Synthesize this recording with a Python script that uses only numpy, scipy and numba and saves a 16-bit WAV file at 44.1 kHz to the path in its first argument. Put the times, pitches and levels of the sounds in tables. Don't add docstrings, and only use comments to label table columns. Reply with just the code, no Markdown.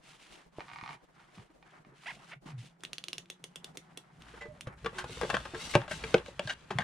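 import sys
import numpy as np
from scipy import signal
from scipy.fft import rfft, irfft, next_fast_len
from scipy.io import wavfile
from scipy.ndimage import uniform_filter1d
from numba import njit

SR = 44100
rng = np.random.default_rng(int(sys.argv[2]) if len(sys.argv) > 2 else 0)


def to_wav(s):
    ch = np.atleast_2d(s).T
    pcm = np.round(np.clip(ch, -1, 1) * 32767)
    wavfile.write(sys.argv[1], SR, pcm.astype(np.int16))


N = 301203
TIME = np.arange(N) / SR

# delay_s, level_db
ECHOES = [(.0028, -22.5), (.009, -25), (0.027, -29)]
# freq_hz, gain_db
RECORDER_RESPONSE = [(10200, 0), (11500, -12), (15000, -18), (16000, -28)]
ROOM_T60_S = 0.14
TOP_HZ = 16000
SHADE_HZ = 600

# freq_hz, level_db
QUIET_SPECTRUM = [(20, 0), (45, 13), (90, -16), (155, 7), (260, 4), (700, 1.5), (2000, -15.5), (5000, -20),
                  (10000, -24.5), (15000, -16)]
# time_s, level_db
HUM_LEVEL = [(1.9, -77), (2.3, -69), (4.0, -65), (4.6, -68)]
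QUIET_DB, HUM_HZ = -70, 169.0

# start_s, length_s, attack_s, scuff_db, hiss_db (dry), rumble_db (casing),
# spot_hz (rubbed spot, as the rub starts), ring_db (of the spot)
RUBS = [(0, 0.15, 0.064, -66, -56.5, -69, 1470, -80), (0.176, 0.078, 0.025, -65.5, -60.5, -89, 2800, -69),
        (0.248, 0.17, 0.041, -63, -57.5, -89, 360, -68.5), (0.512, 0.44, 0.12, -64, -61.5, -65, 1010, -62),
        (0.94, 0.11, 0.014, -74, -73.5, -92, 990, -74), (1.128, 0.2, 0.035, -66.5, -69, -69, 1400, -72),
        (1.326, 0.1, 0.02, -65.5, -63, -72, 454, -69), (1.632, 0.16, 0.032, -63.5, -71, -73, 1650, -70.5),
        (1.848, 0.091, 0.0053, -70, -97, -64.5, 380, -71), (1.906, 0.58, 0.13, -63.5, -62, -70, 1550, -72),
        (2.063, 0.052, 0.0084, -81, -51, -81, 1500, -64), (2.108, 0.068, 0.025, -75, -62, -58, 700, -59.5),
        (2.275, 0.07, 0.065, -61, -50.5, -60, 1500, -57), (2.458, 0.05, 0.0067, -57, -57, -48, 840, -60.5),
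        (2.577, 0.091, 0.0038, -86, -57, -60, 860, -75), (2.811, 0.42, 0.0067, -91, -72, -67, 1390, -75),
        (3.41, 0.99, 0.027, -69, -75, -65.5, 836, -73.5), (4.195, 0.2, 0.017, -61.5, -63, -77, 1690, -66),
        (4.41, 0.19, 0.013, -65.5, -71, -69, 665, -70.5), (4.649, 0.18, 0.024, -57, -94, -70, 1290, -67)]
# start_s, length_s
GRIPS = [(0, 0.56), (0.564, 1.74), (2.454, 0.313), (2.806, 1.93)]
# freq_hz, level_db
HISS_SPECTRUM = [(900, -16), (2000, -3.5), (2900, 0), (5000, -9), (10000, -16), (11500, -18.5),
                 (15500, -14)]
SCUFF_SPECTRUM = [(180, -5), (350, 8), (480, -2.5), (750, 7), (1500, 4.5), (2200, 0), (3500, -35),
                  (8000, -65)]
CASING_SPECTRUM = [(20, -35), (50, -10), (95, -16), (135, 5.5), (160, 4), (200, -5.5), (270, -9),
                   (500, -19.5), (1200, -59)]
# freq_hz, width_hz, gain_db
RUBBER = [(910, 800, 3.5), (2010, 890, 11), (2980, 300, -32), (4720, 590, -1)]
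RUB_ATTACK_S, RUB_RELEASE_S = 0.0081, 0.02
GRIP_SCUFF_DB, GRIP_HISS_DB, GRIP_RUMBLE_DB = -74, -78.5, -78.5
PRESSURE_WAVER_DB, PRESSURE_WAVER_RATE_HZ = 1.3, 14
RUB_GLIDE_OCTAVES, RUB_OVERTONE = -0.24, 1.6
GRIT_PER_S, GRIT_SPREAD_DB = 500, 2
TYRE_GRIT_DB, PUMP_GRIT_DB = -14, -10
SCUFF_FLUTTER_DB, RUMBLE_FLUTTER_DB, JET_FLUTTER_DB = 3, 3, 1.1

# start_s, peak_db, fade_s
JERKS = [(0.133, -51, .004), (0.596, -39, 0.00076), (0.606, -31.5, 0.0013), (0.617, -49, .003),
         (1.201, -51, 0.013), (1.382, -48, 0.0022), (1.398, -49, .002), (1.422, -57, .003),
         (1.503, -57, 0.0018), (1.627, -47, 0.0039), (1.849, -50, 0.0036), (2.036, -45.5, 0.0012),
         (2.461, -49.5, 0.0015), (2.486, -48, 0.0036), (2.503, -49, 0.0018), (2.519, -50, .002),
         (2.835, -48, 0.00075)]
# time_s, rate_per_s, peak_db
CREAK = [(.683, 145, -41), (0.706, 65.6, -39.5), (0.748, 36.6, -35), (0.854, 41, -35), (.882, 75, -33),
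         (0.933, 34.6, -40)]
# freq_hz, width_hz, gain_db
BEAD = [(827, 150, 1), (982, 125, 3), (1180, 215, 3), (1500, 120, 0.5), (1850, 205, 1), (2175, 200, 0),
        (2350, 88, -2.5), (2770, 92, -10), (3550, 2800, -9)]
JERK_FADE_S = .005

# start_s, peak_db, pitch_hz (mid-
# sag), rise_s
THUMPS = [(0.585, -28, 453, 0.00057), (.590, -67, 188, 0.0066), (.829, -39.5, 198, 0.0017),
          (1.375, -43.5, 189, 0.006), (1.39, -47.5, 113, 0.0037), (1.497, -57, 298, 0.0046),
          (1.848, -58.5, 255, 0.0027), (2.36, -51.5, 148, 0.009), (2.459, -42.5, 271, 0.00315),
          (2.475, -52, 172, 0.0036), (2.528, -42, 135, 0.014), (2.575, -43, 123, 0.012),
          (4.485, -44, 118, 0.0021), (4.672, -30.5, 156.3, 0.0016), (5.343, -29.5, 212, 0.0026),
          (5.754, -15.5, 168, 0.0026), (5.78, -34, 132, 0.0084), (5.93, -39.5, 170, 0.011),
          (6.453, -35, 147, 0.0031), (6.708, -33, 200, 0.0043), (6.754, -30, 142, 0.0046),
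          (6.788, -31, 188, 0.0051)]

# time_s, slip_rate_hz, level_db
THUMB_SQUEAKS = [
    [(2.057, 577, -43.5), (2.069, 764, -38), (2.095, 1085, -41.5), (2.109, 831, -41), (2.122, 552, -45)],
    [(2.311, 408, -50), (2.324, 500, -42), (2.340, 758, -47.5), (2.347, 815, -67)],
]

# start_s, level_db, ring_db (against level_db), ring_hz (middle of the pair)
CLICKS = [(2.807, -51, -1, 3670), (2.836, -28, -3.5, 1790), (2.8505, -33.5, 7, 3400),
          (2.932, -26.5, 0.5, 3650), (2.9827, -29, 1.5, 3750), (3.0398, -30.5, 4, 3670),
          (3.0841, -26.5, 1, 3580), (3.1311, -25, 1, 3530), (3.1819, -25, -3.5, 3640),
          (3.258, -56, 7.5, 2920), (3.301, -25.5, -4, 3400), (3.441, -26.5, -8, 3740),
          (3.5586, -26, -20, 4050), (3.6444, -27, -5.5, 4100), (3.7723, -25.5, -9, 3750),
          (3.9743, -27, -7.5, 3760), (4.2213, -44, 3, 3220), (4.6093, -28.5, -1.5, 2870)]
# freq_hz, width_hz, gain_db
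FITTING = [(373, 85, 14), (480, 360, -38), (1320, 510, 5.5), (2060, 180, 3.5), (2960, 790, 7.5),
           (3430, 360, 16), (5870, 1360, 9), (8940, 1000, -9), (13200, 14000, 5)]
CLICK_SPLIT, CLICK_SPREAD = .09, .015
CLICK_RING_S, CLICK_TREBLE_DB = .00019, 2

# start_s, zing_peak_db, touch_fade_s, hum_hz, hum_db
SPOKE_TOUCHES = [(3.07, -66, 0.0017, 350, -56), (4.408, -45, 0.011, 590, -54.5),
                 (4.95, -54, 0.0052, 362.5, -49.5), (4.989, -49, 0.0086, 1480, -58)]
# freq_hz, width_hz, gain_db
SPOKE = [(910, 20, -1), (1550, 12, -4), (1998, 24, 6), (2480, 14, -3), (2770, 11, -16), (3846, 20, -4),
         (4300, 19, -20), (7160, 24, -9.5), (9700, 17, -29)]
SPOKE_T60_S, SPOKE_FLUTTER_DB = .8, 4

# start_s, length_s, fastest (share of the stroke), air_db, sliding_db,
# jet_hz (pitch of the jet at full speed)
STROKES = [(4.913, 0.14, 0.57, -51, -50, 2900), (5.036, 0.74, 0.13, -47.5, -53.5, 3600),
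           (5.514, 0.32, 0.42, -43, -48.5, 5600), (5.68, 0.066, 0.49, -45.5, -65, 3660),
           (5.776, 0.1, 0.35, -58, -46.5, 2900), (5.878, 0.21, 0.18, -45.5, -53, 5530),
           (5.975, 0.27, 0.42, -49, -48, 3640), (6.237, 0.12, 0.27, -54, -60, 3000),
           (6.385, 0.16, 0.93, -48, -54, 3750), (6.707, 0.24, 0.71, -72, -49, 3000)]
# freq_hz, level_db
RUSH_SPECTRUM = [(900, -32), (2000, -4), (2900, 5.5), (4000, 3), (5100, -1.5), (7800, -3.5), (10000, -7.5),
                 (11500, -6), (15500, -6)]
SLIDING_SPECTRUM = [(200, 12), (320, 9), (460, 9), (620, 8.5), (900, 8.5), (1300, 10), (1700, 4), (2500, 2),
                    (5000, -22)]
BARREL_SPECTRUM = [(20, -15), (42, -47), (56, 12.5), (75, -3.5), (140, 3), (190, -6.5), (260, -7),
                   (450, -22), (1200, -38.5)]
# time_s, level_db
RUMBLE_LEVEL = [(4.15, -61), (4.4, -64.5), (4.8, -57), (5.35, -51.5), (5.7, -62), (6.0, -52), (6.3, -58),
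                (6.62, -67), (6.8, -49)]
# freq_hz, width_hz, gain_db
HOSE = [(2055, 81, 5.5), (2700, 310, -6), (3810, 100, -2.5), (4440, 120, -6.5), (5900, 350, -9.5),
        (7510, 220, -8), (8400, 500, -9.5)]
AIR_POWER, SLIDING_POWER = 1.8, 0.61
HELD_FROM_S, HELD_AIR_DB, HELD_SLIDING_DB = 4.77, -63.5, -62
JET_REST_SHARE = 0.49
HOSE_RISE, HOSE_DRIFT = .14, .035
HOSE_REFLECTION, HOSE_FLEX = .2, .08

# start_s, clack_peak_db, shell_hz, treble_db, push_fade_s, body_db, body_hz,
# swell_s (to the body's peak), pan_db (treble, left minus right)
KNOCKS = [(4.284, -47, 1900, -17, 0.006, -63, 306, 0.0042, 9),
          (4.338, -46.5, 1400, -12, 0.016, -48, 473, 0.0043, 5),
          (4.411, -41, 1890, -21, 0.018, -50, 462, 0.011, 8),
          (4.454, -46.5, 1180, -19, 0.0063, -42.5, 462, 0.0065, 7),
          (4.670, -39.5, 1210, 1.5, .0076, -38.5, 518, 0.0053, 3),
          (4.845, -37, 890, -8, 0.0058, -36.5, 458, 0.0055, 10),
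          (4.86, -24, 1190, -38, 0.0058, -29.5, 459, 0.0049, 7),
          (4.93, -57, 1100, -12, .004, -46.5, 500, .003, 4),
          (4.983, -29, 1390, 5.5, 0.014, -63, 514, .0022, 4),
          (5.041, -32, 1050, -0.5, 0.0053, -40.5, 493, 0.0039, 8),
          (5.094, -52, 1100, -8, .004, -43.5, 465, 0.0046, 8),
          (5.172, -42, 1300, -5, 0.0031, -41.5, 490, 0.0032, 6),
          (5.213, -25.5, 1170, 5, 0.0017, -32.5, 490, 0.0061, 12.5),
          (5.220, -28.5, 1000, -22, 0.0035, -38, 616, 0.0036, 12),
          (5.231, -30, 880, -20, 0.0089, -28, 438, 0.0042, 6),
          (5.246, -38, 850, -25, 0.0075, -30, 527, 0.0029, 4),
          (5.294, -38, 970, -20, 0.0023, -35, 490, 0.0022, 5),
          (5.300, -23.5, 1070, -6, 0.0052, -41, 660, .0046, 10),
          (5.331, -31, 1100, -19, 0.0037, -34.5, 596, 0.0019, 6),
          (5.341, -20.5, 1600, -35, 0.0059, -24.5, 480, .0024, 9),
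          (5.350, -25, 1470, -20, 0.003, -36.5, 613, 0.0023, 13),
          (5.368, -19.5, 1340, -25, 0.0017, -38.5, 675, 0.0031, 5),
          (5.403, -42, 1000, -12, .0052, -44, 617, 0.0025, 6),
          (5.453, -33.5, 1260, -16, 0.0058, -41, 545, 0.0038, 10),
          (5.537, -44, 1200, -20, .003, -32.5, 400, 0.00082, 4),
          (5.545, -33.5, 1450, -21, 0.011, -39.5, 448, 0.01, 9),
          (5.737, -30.5, 2150, -9, 0.0074, -45, 490, 0.0031, 14),
          (5.744, -29, 1420, -3, 0.0077, -33.5, 550, 0.0062, 13),
          (5.7525, -11.5, 2030, -31, 0.0014, -14.5, 473, 0.0023, 6.5),
          (5.7562, -21, 2240, -20, 0.0026, -16, 568, 0.0036, 5),
          (5.817, -33, 1010, -28, .0015, -39.5, 905, 0.0053, 8),
          (5.879, -36.5, 1010, -12, .0045, -40, 605, 0.0037, 9),
          (5.91, -29, 1770, 2.5, 0.015, -31, 618, 0.0041, 7),
          (6.038, -28.5, 2130, -24, .0044, -38, 450, 0.0077, 6.5),
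          (6.1423, -15.5, 2350, -27, 0.0025, -11.5, 486, 0.0029, 6.5),
          (6.162, -42, 1630, -10, .012, -29, 540, 0.0035, 1),
          (6.18, -35.5, 2800, -11, 0.0036, -47, 500, 0.0023, -1),
          (6.261, -39.5, 2360, -6, .002, -49, 596, 0.0039, 6),
          (6.283, -50, 920, 5, 0.0063, -37, 543, 0.0032, 4),
          (6.3938, -24, 2630, -26, 0.0024, -28, 587, 0.0029, 7),
          (6.4735, -32.5, 3700, -4, 0.0017, -45, 623, 0.0055, 6),
          (6.7053, -26.5, 870, -36, 0.011, -29.5, 397, 0.004, 8),
          (6.7859, -17.5, 1620, -38, 0.0024, -30, 698, 0.004, 8),
          (6.794, -33.5, 1680, -24, 0.0035, -42, 600, .002, 1),
          (6.803, -31, 1690, -20, .005, -41, 510, .003, 5),
          (6.820, -37, 1630, -15, 0.0031, -45, 610, .002, 5)]
# freq_hz, width_hz, gain_db
PUMP_SHELL = [(894, 18.5, 27.5), (1078, 62, 22.5), (1270, 210, 14.5), (1587, 126, 23), (2330, 85, -7),
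              (2640, 54, 18), (3170, 41, 17.5), (4450, 300, -49), (7060, 1200, -61), (9500, 1500, -7)]
# freq_hz, level_db, t60_s
PUMP_MODES = [(180, -21, .07), (304, -28, 0.11), (360.5, 6.5, 0.12), (448, 6.5, 0.039), (514, -3, 0.069),
              (635, 8, 0.055), (772, 5, 0.073), (990, 7, 0.047)]
AFTER_RING_DB, RECOIL_DB = -4.5, -8.5
SHELL_SPREAD = 0.0333
CHATTER_DB, CHATTER_S, CHATTER_SPREAD_DB = -25, 0.028, 7
SLACK_S, SLACK_DB = 0.011, -31.5

# time_s, slip_rate_hz, level_db
SEAL_SQUEAKS = [
    [(6.473, 1630, -40), (6.476, 1625, -36.5), (6.488, 1550, -51)],
    [(6.490, 1350, -46), (6.498, 1464, -30), (6.508, 1575, -30), (6.517, 1565, -43)],
    [(6.786, 1790, -64), (6.792, 1697, -60), (6.811, 1604, -37), (6.827, 1800, -44)],
]
# freq_hz, width_hz, gain_db
SEAL = [(760, 320, 10.5), (1730, 340, 12.5), (2800, 50, 8.5), (3800, 39, 11.5), (5800, 500, -3)]


def amp(db):
    return 10 ** (np.asarray(db) / 20)


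def unit(x):
    return x / np.sqrt(np.mean(x ** 2) + 1e-20)


def at_peak(x, db):
    return x * amp(db) / np.sqrt(2 * uniform_filter1d(x ** 2, size=44).max())


def add(track, start, sound):
    i = max(0, min(int(start * SR), N - 1))
    track[..., i:i + sound.shape[-1]] += sound[..., :N - i]


def colour(x, points):
    hz, db = np.transpose(points)
    size = next_fast_len(x.shape[-1])
    bins = np.maximum(np.fft.rfftfreq(size, 1 / SR), 1)
    gain = amp(np.interp(np.log(bins), np.log(np.maximum(hz, 1)), db))
    return irfft(rfft(x, size) * gain, size)[..., :x.shape[-1]]


def resonate(x, resonances):
    return sum(amp(db) * signal.lfilter(*signal.iirpeak(min(hz, SR / 2 - 1), hz / width, SR), x)
               for hz, width, db in resonances)


def brighten(x, treble_db, corner_hz=4500):
    low = signal.lfilter(*signal.butter(1, min(corner_hz, SR / 2 - 1), fs=SR), x)
    return low + amp(treble_db) * (x - low)


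def confine(x, low_hz, high_hz):
    edges = np.clip([low_hz, max(high_hz, 2 * low_hz)], 1, SR / 2 - 1)
    return signal.sosfilt(signal.butter(3, edges, "band", fs=SR, output="sos"), x)


def walk(rate):
    knots = rng.standard_normal(1024)
    return np.interp(TIME * rate, np.arange(len(knots)), knots)


def contact(length, chatter, swell_s=0.00013):
    t = TIME[:SR // 4]
    push = chatter * rng.standard_normal(len(t)) * np.exp(-t / max(length, 1 / SR)) * (1 - np.exp(-t / swell_s))
    push[0] += 1
    return push


def friction(spectrum, grain_db, flutter_db, width, width_hz):
    catches = amp(grain_db * np.repeat(rng.standard_normal(N // 64 + 1), 64)[:N])
    mid, side = unit(colour(rng.standard_normal((2, N)) * catches, spectrum))
    side = signal.lfilter(*signal.butter(1, min(width_hz, SR / 2 - 1), "high", fs=SR), side)
    stereo = unit(mid + width * np.array([side, -side]))
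    return stereo * amp(flutter_db * walk(45))


def grit(resonances):
    sizes = amp(GRIT_SPREAD_DB * rng.standard_normal(N))
    return unit(resonate(sizes * (rng.random(N) < GRIT_PER_S / SR), resonances))


@njit
def sweep(x, hz, q):
    y, band, low = np.empty(len(x)), 0., 0.
    for i in range(len(x)):
        g = np.tan(np.pi * min(hz[i], .45 * SR) / SR)
        v = (band + g * (x[i] - low)) / (1 + g * (g + 1 / q))
        band, low, y[i] = 2 * v - band, low + 2 * g * v, v / np.sqrt(g)
    return y


def gliding_band(gains, pitches, q):
    weights = gains ** 2 + 1e-20
    centre_hz = np.sum(weights * pitches, axis=0) / np.sum(weights, axis=0)
    return unit(sweep(rng.standard_normal(N), centre_hz, float(q)))


def swell(start, length, attack_s=RUB_ATTACK_S):
    rise = np.clip((TIME - start) / attack_s, 0, 1)
    return rise * np.exp(-np.maximum(TIME - start - length, 0) / RUB_RELEASE_S)


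def together(gains, levels_db, rest_db):
    return np.sqrt(amp(levels_db) ** 2 @ gains ** 2 + amp(rest_db) ** 2)


def shade(x, pan_db):
    left, right = np.broadcast_to(x, (2, x.shape[-1]))
    return np.array([brighten(left, pan_db / 2, SHADE_HZ), brighten(right, -pan_db / 2, SHADE_HZ)])


def place(x, pan_db, lag_s, room_db):
    t = TIME[:SR // 2]
    noise = rng.standard_normal((2, len(t)))
    tail = noise * np.exp(-np.log(1000) * t / ROOM_T60_S) * (1 - np.exp(-t / 0.00077))
    mid = colour(tail[0], [(100, 2.5), (2000, 3.0), (6000, -2.0), (14000, -2.5)])
    side = colour(tail[1], [(100, -43), (400, -11.5), (1000, 6.0), (6000, -2.0), (14000, 5.0)])
    response = amp(room_db) * (mid + np.array([side, -side])) / np.sqrt(np.sum(mid ** 2))
    response[:, 0] += 1
    for delay, db in ECHOES:
        response[:, int(delay * SR)] += amp(db)
    left, right = shade(signal.fftconvolve(np.atleast_2d(x), response, axes=1)[:, :N], pan_db)
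    return np.array([left, np.roll(right, round(lag_s * SR))])


def squeaks(glides, resonances, jitter, scatter_db, rasp):
    out = np.zeros(N)
    for glide in glides:
        s, hz, db = np.transpose(sorted(glide))
        t = TIME[:max(int((s[-1] - s[0]) * SR), 256)] + s[0]
        chance = rng.standard_normal((512, 2))
        cycles = np.cumsum(np.interp(t, s, hz)) / SR
        cycles += np.interp(cycles, np.arange(512), jitter * np.cumsum(chance[:, 0]))
        sizes = amp(scatter_db * chance[cycles.astype(int) % 512, 1])
        slips = np.diff(np.floor(cycles), prepend=0) * sizes
        voice = unit(resonate(slips + rasp * rng.standard_normal(SR)[:len(t)], resonances))
        add(out, s[0], voice * amp(np.interp(t, s, db)) * signal.windows.tukey(len(t), .06))
    return out


def background():
    resonance = [(HUM_HZ, 26, 0)]
    hum = unit(resonate(resonate(rng.standard_normal(N), resonance), resonance))
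    hum_db = np.interp(TIME, *np.transpose(HUM_LEVEL))
    air = friction(QUIET_SPECTRUM, grain_db=1.0, flutter_db=-7.5, width=1.0, width_hz=99)
    return amp(QUIET_DB) * air + amp(hum_db) * hum


def hands():
    start, length, attack, scuff_db, hiss_db, rumble_db, spot_hz, ring_db = np.transpose(RUBS)
    rubs = np.array([swell(*rub) for rub in zip(start, length, attack)])
    pitches = np.array([np.interp(TIME, [s, s + held], [hz, hz * 2 ** RUB_GLIDE_OCTAVES])
                        for s, held, hz in zip(start, length, spot_hz)])
    rings = rubs * amp(ring_db)[:, None]
    spot = gliding_band(rings, pitches, q=5.2)
    spot = spot + amp(-9.5) * gliding_band(rings, pitches * RUB_OVERTONE, q=4.5)
    waver = amp(PRESSURE_WAVER_DB * walk(PRESSURE_WAVER_RATE_HZ))
    pressure = sum(swell(s, held) for s, held in GRIPS) * waver
    hiss = pressure * together(rubs, hiss_db, GRIP_HISS_DB)
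    scuff = pressure * together(rubs, scuff_db, GRIP_SCUFF_DB)
    rumble = pressure * together(rubs, rumble_db, GRIP_RUMBLE_DB)
    ring = pressure * together(rubs, ring_db, -94)
    ring = ring * confine(spot, low_hz=258, high_hz=3230) * amp(3.8 * walk(70))
    hiss_noise = friction(HISS_SPECTRUM, grain_db=2.0, flutter_db=2.5, width=1.0, width_hz=6500)
    scuff_noise = friction(SCUFF_SPECTRUM, grain_db=2.0, flutter_db=SCUFF_FLUTTER_DB, width=0.95, width_hz=460)
    ticks = confine(grit(RUBBER), low_hz=810, high_hz=2720)
    casing = friction(CASING_SPECTRUM, grain_db=1.5, flutter_db=RUMBLE_FLUTTER_DB, width=0.55, width_hz=600)
    return (ring + hiss * amp(-0.46) * hiss_noise + scuff * amp(1.5) * scuff_noise
            + scuff * amp(TYRE_GRIT_DB) * ticks + rumble * amp(0.5) * casing)


def creak_jerks():
    s, rate, db = np.transpose(CREAK)
    t = TIME[(TIME >= s[0]) & (TIME <= s[-1])]
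    tension = np.cumsum(np.interp(t, s, rate)) / SR
    releases = np.interp(np.arange(tension[-1]), tension, t)
    return [(at, np.interp(at, s, db), JERK_FADE_S) for at in releases]


def bead_creak():
    out = np.zeros(N)
    for s, db, fade in JERKS + creak_jerks():
        wall = resonate(contact(fade, chatter=0.06), BEAD)
        creak = confine(resonate(wall, BEAD) + amp(-12) * wall, low_hz=635, high_hz=5130)
        add(out, s, at_peak(creak, db))
    return place(out, pan_db=-3.0, lag_s=0, room_db=-9)


def low_thumps():
    out, t = np.zeros(N), TIME[:SR // 4]
    for s, db, hz, rise in THUMPS:
        age = t / max(rise, 1 / SR)
        phase = 2 * np.pi * np.cumsum(hz * (1 + 0.21 * (np.exp(-age / 2) - .5))) / SR
        add(out, s, amp(db) * age * np.exp(1 - age) * np.sin(phase))
    return place(out, pan_db=-2.5, lag_s=0, room_db=-7.5)


def thumb_squeaks():
    rubber = squeaks(THUMB_SQUEAKS, RUBBER, jitter=.03, scatter_db=2, rasp=.012)
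    return place(confine(rubber, low_hz=523, high_hz=3170), pan_db=-2.5, lag_s=0, room_db=-16.5)


def valve_clicks():
    rings, ticks, t = np.zeros(N), np.zeros(N), TIME[:SR // 4]
    age = t / CLICK_RING_S
    for s, db, ring_db, hz in CLICKS:
        low, high, body = 1 + CLICK_SPREAD * rng.standard_normal(3)
        pair = np.sin(2 * np.pi * hz * (low - CLICK_SPLIT) * t)
        pair = pair + np.sin(2 * np.pi * hz * (high + CLICK_SPLIT) * t)
        fitting = [(f * body, width, gain) for f, width, gain in FITTING]
        tick = brighten(resonate(contact(0.0023, chatter=0.2), fitting), CLICK_TREBLE_DB)
        tap = confine(contact(0.0093, chatter=0.06), low_hz=220, high_hz=710)
        add(rings, s, at_peak(age ** 2 * np.exp(-age) * pair, ring_db + db))
        add(ticks, s, amp(db) * (at_peak(tick, db=-4.5) + at_peak(tap, db=-23)))
    rings = place(rings, pan_db=-0.5, lag_s=0, room_db=-15)
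    return rings + place(ticks, pan_db=-0.5, lag_s=0, room_db=-9)


def spoke_rings():
    out, t = np.zeros(N), TIME[:SR]
    for s, db, fade, hum_hz, hum_db in SPOKE_TOUCHES:
        zing = resonate(contact(fade, chatter=0.21), SPOKE)
        cycles = np.cumsum(hum_hz * (1 + 0.04 * walk(60)[:len(t)])) / SR
        envelope = (1 - np.exp(-t / 0.0034)) * np.exp(-np.log(1000) * t / SPOKE_T60_S)
        hum = np.sin(2 * np.pi * cycles) * envelope
        add(out, s, at_peak(zing, db))
        add(out, s, amp(hum_db + SPOKE_FLUTTER_DB * walk(47)[:len(t)]) * hum)
    return place(out, pan_db=-8.5, lag_s=0, room_db=-5.5)


def piston_speed(start, length, fastest):
    turns = start + length * np.array([0, np.clip(fastest, .05, .95), 1])
    travel = np.interp(TIME, turns, [0, .5, 1])
    return 4 * travel * (1 - travel)


def stroke_levels():
    start, length, fastest, air_db, sliding_db, jet_hz = np.transpose(STROKES)
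    speed = np.array([piston_speed(*stroke) for stroke in zip(start, length, fastest)])
    held = swell(HELD_FROM_S, N / SR)
    pitches = jet_hz[:, None] * (JET_REST_SHARE + (1 - JET_REST_SHARE) * speed)
    whistle = gliding_band(speed * amp(air_db)[:, None], pitches, q=1.9)
    rush = held * together(speed ** AIR_POWER, air_db, HELD_AIR_DB)
    sliding = held * together(speed ** SLIDING_POWER, sliding_db, HELD_SLIDING_DB)
    return rush, sliding, whistle, speed.max(axis=0)


def hose_rings(jet, speed):
    tuning = 1 + HOSE_RISE * (speed - 1)
    out = 0
    for hz, width, db in HOSE:
        bend = tuning + HOSE_DRIFT * walk(7.8)
        scale = np.sqrt(np.tan(np.pi * min(hz, .45 * SR) / SR)) * width / hz
        out = out + amp(db) * scale * np.array([sweep(side, hz * bend, float(hz / width)) for side in jet])
    return out


def tube(x, spacing_hz, reflection, flex):
    trip = SR / spacing_hz * (1 + flex * walk(4.4))
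    now = np.arange(N)
    out = 0
    for k in range(5):
        earlier = np.clip(np.round(now - k * trip).astype(int), 0, N - 1)
        out = out + (-np.tanh(reflection)) ** k * x[:, earlier]
    return unit(out)


def pump_strokes():
    rush, sliding, whistle, speed = stroke_levels()
    rumble = amp(np.interp(TIME, *np.transpose(RUMBLE_LEVEL), left=-np.inf))
    jet = friction(RUSH_SPECTRUM, grain_db=-2.5, flutter_db=JET_FLUTTER_DB, width=2.8, width_hz=11800)
    force = np.clip(rush / rush.max(), 0, 1)
    jet = force * brighten(jet, treble_db=-0.5) + (1 - force) * brighten(jet, treble_db=-14.0)
    jet = unit(jet) + amp(-6.5) * whistle
    hose = tube(jet / 2 + hose_rings(jet, speed), spacing_hz=524, reflection=HOSE_REFLECTION, flex=HOSE_FLEX)
    air = rush * amp(-1.0) * hose
    slide = friction(SLIDING_SPECTRUM, grain_db=1.5, flutter_db=0.5, width=1.0, width_hz=1500)
    piston = sliding * amp(-1.0) * slide
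    piston = piston + sliding * amp(PUMP_GRIT_DB) * grit(PUMP_SHELL)
    barrel = friction(BARREL_SPECTRUM, grain_db=4.0, flutter_db=RUMBLE_FLUTTER_DB, width=0.22, width_hz=310)
    balance = amp(np.array([[1], [-1]]) * 0.83)
    return (air + piston) * balance + rumble * amp(2.5) * barrel


def chatter():
    t = TIME[:SR // 4]
    sizes = amp(CHATTER_SPREAD_DB * np.repeat(rng.standard_normal(len(t)), 96)[:len(t)])
    taps = resonate(rng.standard_normal(len(t)) * sizes, PUMP_SHELL)
    return unit(taps) * np.exp(-t / CHATTER_S) * (1 - np.exp(-t / 0.029))


def pump_knocks():
    out, t = np.zeros((2, N)), TIME[:SR // 4]
    mode_hz, mode_db, t60 = np.transpose(PUMP_MODES)[:, :, None]
    for s, clack_db, shell_hz, treble_db, fade, body_db, body_hz, swell_s, pan_db in KNOCKS:
        grip = 1 + SHELL_SPREAD * rng.standard_normal()
        push = contact(fade, chatter=0.57, swell_s=0.15 * fade)
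        shell = resonate(push, [(hz * grip, width, db) for hz, width, db in PUMP_SHELL])
        struck_spot = resonate(push, [(shell_hz, 500, 0)])
        clack = brighten(unit(shell) + unit(struck_spot) * amp(1.5), treble_db)
        swing = t / swell_s * np.exp(1 - t / swell_s) * np.sin(2 * np.pi * body_hz * t)
        weight = amp(mode_db) / (1 + (np.log(mode_hz / body_hz) / 0.35) ** 2)
        cycles = mode_hz * t + rng.random(mode_hz.shape)
        modes = weight * np.sin(2 * np.pi * cycles) * np.exp(-np.log(1000) * t / t60)
        ring = np.sum(modes, axis=0) * (1 - np.exp(-t / 0.0004))
        shove = np.sin(2 * np.pi * 175 * t) * np.exp(-t / 0.0058) * (1 - np.exp(-t / 0.028))
        body = amp(body_db) * (swing + at_peak(ring, AFTER_RING_DB) + at_peak(shove, RECOIL_DB))
        slack = resonate(contact(0.0066, chatter=0.44), PUMP_SHELL)
        add(out, s, shade(at_peak(clack, clack_db) + body, pan_db))
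        add(out, s - SLACK_S, at_peak(slack, clack_db + SLACK_DB))
        add(out, s, amp(clack_db + CHATTER_DB) * chatter())
    return out


def seal_squeaks():
    seal = squeaks(SEAL_SQUEAKS, SEAL, jitter=.08, scatter_db=3, rasp=.07)
    return shade(confine(seal, low_hz=523, high_hz=5300), pan_db=5.0)


def scene():
    thumb = thumb_squeaks()
    seal = seal_squeaks()
    pump = place(pump_knocks() + seal, pan_db=-4, lag_s=.00003, room_db=-14.0)
    tyre = hands() + bead_creak() + low_thumps() + thumb
    wheel = valve_clicks() + spoke_rings()
    return tyre + wheel + pump + pump_strokes() + background()


def record(dry):
    low_pass = signal.ellip(8, .2, 70, TOP_HZ, fs=SR, output="sos")
    return signal.sosfilt(low_pass, colour(dry, RECORDER_RESPONSE))


dry = scene()
out = record(dry)
to_wav(out)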